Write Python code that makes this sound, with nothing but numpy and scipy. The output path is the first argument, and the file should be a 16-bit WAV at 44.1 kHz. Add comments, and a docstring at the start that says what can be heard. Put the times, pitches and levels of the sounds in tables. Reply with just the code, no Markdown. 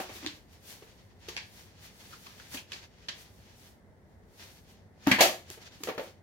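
"""Handling a hollow foam roller.

The roller is picked up and turned over by hand in a small room. Skin and cloth rub over the foam,
fingers tap and the stiff core clicks; a quick thud, smack and slap ring the tube as it is caught
between the palms, and two soft knocks follow over a low room hum."""
import sys
import numpy as np
from scipy import signal
from scipy.fft import rfft, irfft
from scipy.io import wavfile
from scipy.ndimage import uniform_filter1d

SR = 44100
rng = np.random.default_rng(int(sys.argv[2]) if len(sys.argv) > 2 else 0)


def generate_wav(sig):
    """Save sig (samples, or channels by samples) to the path in sys.argv[1] as 16-bit PCM at SR."""
    pcm = np.round(np.clip(np.atleast_2d(sig).T, -1, 1) * 32767).astype(np.int16)
    wavfile.write(sys.argv[1], SR, pcm)


N = 274698
SIZE = 32768  # samples per impulse response


# tube wall and bore modes: pitch_hz, width_hz, level_db
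TUBE_MODES = [(368, 13.3, 4.5), (481, 110, -11.5), (560, 58, -1), (626.5, 31, 1), (754, 50, 2.5),
              (884, 56, -1), (1136, 240, -9), (1370, 170, -13.5)]
# stiff core modes: pitch_hz, width_hz, level_db
CORE_MODES = [(1470, 79, -7.5), (1667, 27, -5), (1810, 26, -7), (1900, 23, -19.5), (2254, 40, -8.5),
              (2604, 40, -7), (2890, 70, -11), (3240, 83, -4.5), (4160, 26, -1), (4590, 210, -8),
              (5610, 46, -1), (6660, 33, -2)]
# foam thump spectrum: freq_hz, level_db
THUMP_SPECTRUM = [(25, -31.5), (60, -25.5), (100, -3.5), (160, -6.5), (205, 7.5), (255, 10.5), (330, -13),
                  (500, -15), (1200, -58)]
# core crack spectrum: freq_hz, level_db
CRACK_SPECTRUM = [(500, -29), (1000, -1), (1400, -8.5), (1650, 3), (2300, 1.5), (2800, 1), (3400, 1),
                  (4700, 1), (6700, -5), (8200, -14.5), (16000, -18)]
# skin snap spectrum: freq_hz, level_db
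SNAP_SPECTRUM = [(2500, -57.5), (6500, 6), (8500, 0.5), (10500, 1.5), (13500, 2.5), (16000, -8.5)]

def blows(touches, pocket_q=4.03, leak_hz=2200, ring_s=0.022, core_db=4, pocket_room_db=-4.0):
    """Each touch pops trapped air, thumps the foam, rings the tube, cracks the core and snaps the skin."""
    tube = sum(undb(db) * resonance(hz, width_hz) for hz, width_hz, db in TUBE_MODES)
    core = sum(undb(db) * resonance(hz, width_hz) for hz, width_hz, db in CORE_MODES)
    thump, crack, snap = (colour(curve, SIZE) for curve in (THUMP_SPECTRUM, CRACK_SPECTRUM, SNAP_SPECTRUM))
    out = np.zeros((2, N + SIZE))
    for start_s, pocket_hz, *levels_db, hardness_hz, settle_s, room_db in touches:
        touch = contact(settle_s)
        echoes = undb(room_db) * room_tail()
        path = touch + echoes
        # small, high air pockets leak and ring less
        width_hz = pocket_hz / pocket_q * np.hypot(1, pocket_hz / leak_hz)
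        pocket = resonance(pocket_hz, width_hz) ** 2 * (touch + undb(pocket_room_db) * echoes)
        # soft contact reaches only the lower modes
        clack = crack * (1 + undb(core_db) * core) / (1 + 1j * bins(SIZE) / hardness_hz) ** 2
        start = int(start_s * SR)
        for part, db in zip((pocket, thump * path, tube * path, clack * path, snap * path), levels_db):
            ring = irfft(part)
            out[:, start:start + SIZE] += ring * undb(db) * np.sqrt(ring_s * SR / SIZE) / rms(ring)
    return out[:, :N]


def contact(settle_s, push_db=-11, weight_hz=650):
    """Spectrum of a touch: the hand's bass-heavy push, plus tiny impacts as the foam's ridges settle."""
    t = np.arange(SIZE) / SR
    flurry = diffuse(SIZE) * np.exp(-t / settle_s) * (1 - np.exp(-t / (.15 * settle_s)))
    ridges = rfft(flurry)
    push = undb(push_db) * (1 + 6 / (1 + 1j * bins(SIZE) / weight_hz) ** 2)
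    touch = push + ridges / rms(abs(ridges))
    return touch / rms(abs(touch))


# palm impacts: start_s, pocket_hz, pocket_db, thump_db, tube_db, crack_db, snap_db,
# hardness_hz, settle_s, room_db
PALM_HITS = [(5.066, 1160, -54, -39, -45, -31, -59, 1774, 0.0036, 11),
             (5.071, 283.4, -17.5, -23, -25.5, -57, -37, 6000, 0.0023, 0),
             (5.114, 1995, -23.5, -27, -32, -21, -35.5, 2500, 0.0095, -2.5),
             (5.186, 964, -32.5, -45.5, -28.5, -24.5, -38, 2000, 0.015, 6),
             (5.207, 684, -20.5, -66.5, -18, -17, -21, 6000, 0.0071, 3.5)]

def catch():
    """The palms close on the roller in a quick run of blows."""
    return blows(PALM_HITS)


# hand knocks: start_s, tube_db, pocket_hz, pocket_db, settle_s
HAND_KNOCKS = [(.001, -35.5, 767, -47.5, 0.006), (.095, -45, 423, -54, 0.011),
               (0.157, -57, 403, -56, 0.014), (0.227, -53, 297, -48, 0.0068),
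               (0.245, -48, 304, -43.5, .008), (.823, -54, 438, -53, .012), (5.575, -54, 450, -56, 0.0083),
               (5.805, -59, 292, -50.5, 0.0058), (5.873, -37.5, 470, -39, 0.0068),
               (5.887, -34, 484, -34.5, 0.012), (5.979, -35.5, 460, -42, 0.0072),
               (5.994, -42.5, 530, -34.5, 0.01)]

def knocks(thump_db=-12, crack_db=-9, snap_db=-19, hardness_hz=2300, room_db=-2.5):
    """Soft knocks of a hand ring the tube more than the core."""
    return blows((start_s, pocket_hz, pocket_db, db + thump_db, db, db + crack_db, db + snap_db,
                  hardness_hz, settle_s, room_db)
                 for start_s, db, pocket_hz, pocket_db, settle_s in HAND_KNOCKS)


# finger taps: start_s, crack_db, pocket_hz, pocket_db, settle_s, snap_db
FINGER_TAPS = [(.263, -36, 310, -39, 0.00098, -53), (0.27, -52, 3500, -39.5, 0.0063, -74),
               (1.366, -37, 905, -52, 0.0014, -71), (1.373, -40.5, 2300, -43.5, .008, -72),
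               (2.126, -58, 1360, -50, 0.02, -81), (2.267, -50.5, 1200, -54, 0.0033, -81),
               (2.398, -57, 1600, -54, 0.0048, -78), (2.57, -50, 2650, -43.5, 0.014, -71),
               (2.719, -45, 2760, -45.5, 0.0046, -56.5), (2.73, -44, 3880, -47, 0.0095, -70),
               (3.085, -36, 3100, -42.5, 0.0078, -63)]

def taps(thump_db=-24, tube_db=-16, hardness_hz=7000, room_db=-3.5):
    """Fingertips click the stiff core."""
    return blows((start_s, pocket_hz, pocket_db, db + thump_db, db + tube_db, db, snap_db,
                  hardness_hz, settle_s, room_db)
                 for start_s, db, pocket_hz, pocket_db, settle_s, snap_db in FINGER_TAPS)


# skin releases: start_s, snap_db, pocket_hz, pocket_db, settle_s, crack_db
SKIN_PEELS = [(1.285, -50, 468, -46.5, 0.01, -42), (2.545, -47.5, 274, -44.5, 0.0058, -45.5),
              (5.502, -47, 390, -52.5, 0.00065, -52.5), (5.835, -42, 440, -52, 0.003, -40.5)]

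def peels(thump_db=-20, tube_db=-4, hardness_hz=8500, room_db=-4):
    """Sticky skin snaps off the foam."""
    return blows((start_s, pocket_hz, pocket_db, db + thump_db, db + tube_db, db, snap_db,
                  hardness_hz, settle_s, room_db)
                 for start_s, snap_db, pocket_hz, pocket_db, settle_s, db in SKIN_PEELS)


# smooth cloth strokes: peak_s, length_s, level_db
CLOTH_SWISHES = [(.01, 0.043, -52.5), (.16, .055, -57), (.34, 0.11, -71), (.54, 0.043, -70),
                 (.705, 0.056, -55), (.78, 0.16, -69), (1.05, 0.086, -80.5), (1.22, 0.047, -79),
                 (1.47, .1, -73), (1.585, 0.095, -63.5), (1.85, 0.042, -61), (2.02, 0.11, -65.5),
                 (2.11, 0.079, -64), (2.24, 0.088, -64), (2.41, 0.18, -68), (2.55, 0.043, -50.5),
                 (3.21, .05, -62.5), (3.36, 0.15, -73), (3.6, 0.056, -67.5), (3.67, 0.072, -67.5),
                 (4.12, 0.068, -86), (4.43, 0.096, -65), (4.54, 0.11, -68.5), (4.71, .04, -71),
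                 (5.525, .045, -65), (5.86, 0.053, -59), (6.03, 0.07, -63)]
# grainy skin strokes: peak_s, length_s, level_db
SKIN_SCUFFS = [(.05, 0.13, -51.5), (.165, .04, -48), (.25, 0.066, -50), (.355, 0.023, -59),
               (.55, 0.096, -69), (.72, .07, -80), (.89, 0.21, -63.5), (1.32, 0.085, -52), (1.44, .08, -72),
               (1.6, 0.17, -65), (1.85, 0.12, -60), (2.03, 0.081, -62), (2.135, 0.047, -55),
               (2.315, 0.078, -58.5), (2.41, 0.074, -56.5), (2.585, 0.043, -54), (2.76, 0.056, -50.5),
               (2.84, 0.035, -57.5), (3, 0.18, -68.5), (3.17, 0.14, -58.5), (3.5, 0.093, -61.5),
               (4.42, 0.032, -52), (4.48, 0.11, -62), (4.73, 0.092, -65), (5.1, 0.062, -48),
               (5.53, 0.057, -51), (5.625, .022, -52.5), (5.665, 0.028, -53.5), (5.75, 0.045, -56),
               (6.05, 0.073, -59.5)]
# friction spectrum: freq_hz, level_db
RUB_SPECTRUM = [(40, -9.5), (90, 2), (170, 0), (300, -3.5), (600, -2.5), (1400, -3), (2000, 0), (3400, 0.5),
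                (4800, -1.5), (6600, -4.5), (8200, -17), (16000, -43)]
# cloth hiss spectrum: freq_hz, level_db
HISS_SPECTRUM = [(1500, -18), (3200, -1), (6500, 1.5), (8200, -2), (11000, -1), (14000, 0.5), (15800, -3),
                 (17000, -30)]

def rubbing(slips_per_s=700, grain_db=1.0, grain_gain=0.48, uneven_db=1.6, rub_db=3.0, hiss_db=5,
            swish_rub_db=2.0, scuff_hiss_db=-16, resting_rub_db=-84, resting_hiss_db=-94):
    """Skin grates over the foam in tiny slips, cloth also hisses; resting hands are never quite still."""
    swish, scuff = strokes(CLOTH_SWISHES), strokes(SKIN_SCUFFS)
    rub_level = np.sqrt(scuff ** 2 + (undb(swish_rub_db) * swish) ** 2 + undb(resting_rub_db) ** 2)
    hiss_level = np.sqrt(swish ** 2 + (undb(scuff_hiss_db) * scuff) ** 2 + undb(resting_hiss_db) ** 2)
    sizes = undb(grain_db * np.minimum(rng.exponential(size=N), 5)) * rng.standard_normal(N)
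    slips = sizes * (rng.random(N) < slips_per_s / SR)
    slip_response = irfft(contact(settle_s=0.0016) + room_tail())
    grains = signal.fftconvolve(slips[None], slip_response, axes=1)[:, :N]
    friction = grain_gain * grains / rms(grains) + .5 * diffuse(N)
    friction *= undb(uneven_db * walk(rate_hz=39))
    hiss = shaped(diffuse(N), HISS_SPECTRUM)
    return undb(rub_db) * rub_level * shaped(friction, RUB_SPECTRUM) + undb(hiss_db) * hiss_level * hiss


def strokes(table, rise_share=0.54, fall_share=0.56):
    """Stroke envelope: each swells to its fastest moment and eases off a little more slowly."""
    t, power = np.arange(N) / SR, np.zeros(N)
    for peak_s, length_s, db in table:
        near = abs(t - peak_s) < 4 * length_s
        along = (t[near] - peak_s) / length_s
        power[near] += (2 * undb(db) / (np.exp(-along / rise_share) + np.exp(along / fall_share))) ** 2
    return np.sqrt(power)


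def room_tail(build_s=0.0082, split_hz=450, low_t60_s=0.33, high_t60_s=0.29):
    """Spectrum of the room's echoes at unit energy; the bass lingers."""
    t = np.arange(SIZE) / SR
    noise = diffuse(SIZE) * (1 - np.exp(-(t / build_s) ** 2))
    bass = 1 / (1 + 1j * bins(SIZE) / split_hz)
    low, high = (rfft(noise * np.exp(-np.log(1000) * t / t60_s)) for t60_s in (low_t60_s, high_t60_s))
    tail = low * bass + high * (1 - bass)
    return tail / rms(abs(tail))


# room hum spectrum: freq_hz, level_db
HUM_SPECTRUM = [(25, -24.5), (45, -11), (58, -0.5), (72, -5.5), (95, 2), (120, -8), (210, -6.5),
                (290, -14.5), (400, -12.5), (900, -19.5), (1200, -27.5), (2050, -24), (2500, -40),
                (16000, -50)]

def hum(level_db=-57.5, waver_db=0.16, stereo_spread=0.44):
    """The room's low, slightly wavering background noise."""
    air = diffuse(N) + stereo_spread * rng.standard_normal((2, N))
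    return undb(level_db + waver_db * walk(rate_hz=19)) * shaped(air, HUM_SPECTRUM)


def undb(db):
    """Decibels to gain."""
    return 10 ** (np.asarray(db) / 20)


def rms(x):
    """Root mean square."""
    return np.sqrt(np.mean(x ** 2))


def bins(size):
    """FFT bin frequencies in Hz, floored at 1."""
    return np.maximum(np.arange(size // 2 + 1) * SR / size, 1)


def colour(points, size):
    """Minimum-phase response through (freq_hz, level_db) points."""
    hz, db = np.transpose(points)
    gain = undb(np.interp(np.log(bins(size)), np.log(hz), db))
    cepstrum = irfft(np.log(gain), size)
    cepstrum[1:size // 2] *= 2
    cepstrum[size // 2 + 1:] = 0
    return np.exp(rfft(cepstrum))


def shaped(x, points):
    """Signal filtered by a spectrum, at unit RMS."""
    y = irfft(rfft(x, 2 * N) * colour(points, 2 * N))[:, :N]
    return y / rms(y)


def resonance(hz, width_hz):
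    """One damped mode, gain 1 at its centre."""
    f = bins(SIZE)
    return 1 / (1 + 1j * (f * f - hz * hz) / (f * width_hz))


def diffuse(size, coherent_hz=800):
    """Noise at two close microphones: shared in the bass, unrelated in the treble."""
    coherence = .06 + .87 / (1 + (bins(size) / coherent_hz) ** 4)
    mid, side = np.exp(2j * np.pi * rng.random((2, size // 2 + 1)))
    mid, side = mid * np.sqrt(1 + coherence), side * np.sqrt(1 - coherence)
    noise = irfft(np.array([mid + side, mid - side]), size)
    return noise / rms(noise)


def walk(rate_hz):
    """Random steps smoothed twice, at unit RMS."""
    hold = int(SR / rate_hz)
    steps = np.repeat(rng.standard_normal(N // hold + 1), hold)
    drift = uniform_filter1d(uniform_filter1d(steps, hold), hold)[:N]
    return drift / rms(drift)


def scene():
    """Blows and rubbing over the hum."""
    return catch() + knocks() + taps() + peels() + rubbing() + hum()


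# microphone balance: freq_hz, left_minus_right_db
MIC_BALANCE = [(100, 0), (700, 0.5), (1400, 0.3), (3000, 1), (6000, -1.5), (9500, 8), (14000, 2)]

def record(dry, right_lag_s=.0001, top_hz=16000):
    """The left microphone is a little nearer and brighter than the right; the top is cut."""
    hz, db = np.transpose(MIC_BALANCE)
    f = bins(2 * N)
    tilt_db = np.interp(np.log(f), np.log(hz), db) * np.array([[.5], [-.5]])
    lag = np.exp(-2j * np.pi * f * right_lag_s * np.array([[0], [1]]))
    heard = irfft(rfft(dry, 2 * N) * undb(tilt_db) * lag)[:, :N]
    return signal.sosfilt(signal.ellip(8, .2, 70, top_hz, fs=SR, output="sos"), heard)


dry = scene()
out = record(dry)
generate_wav(out)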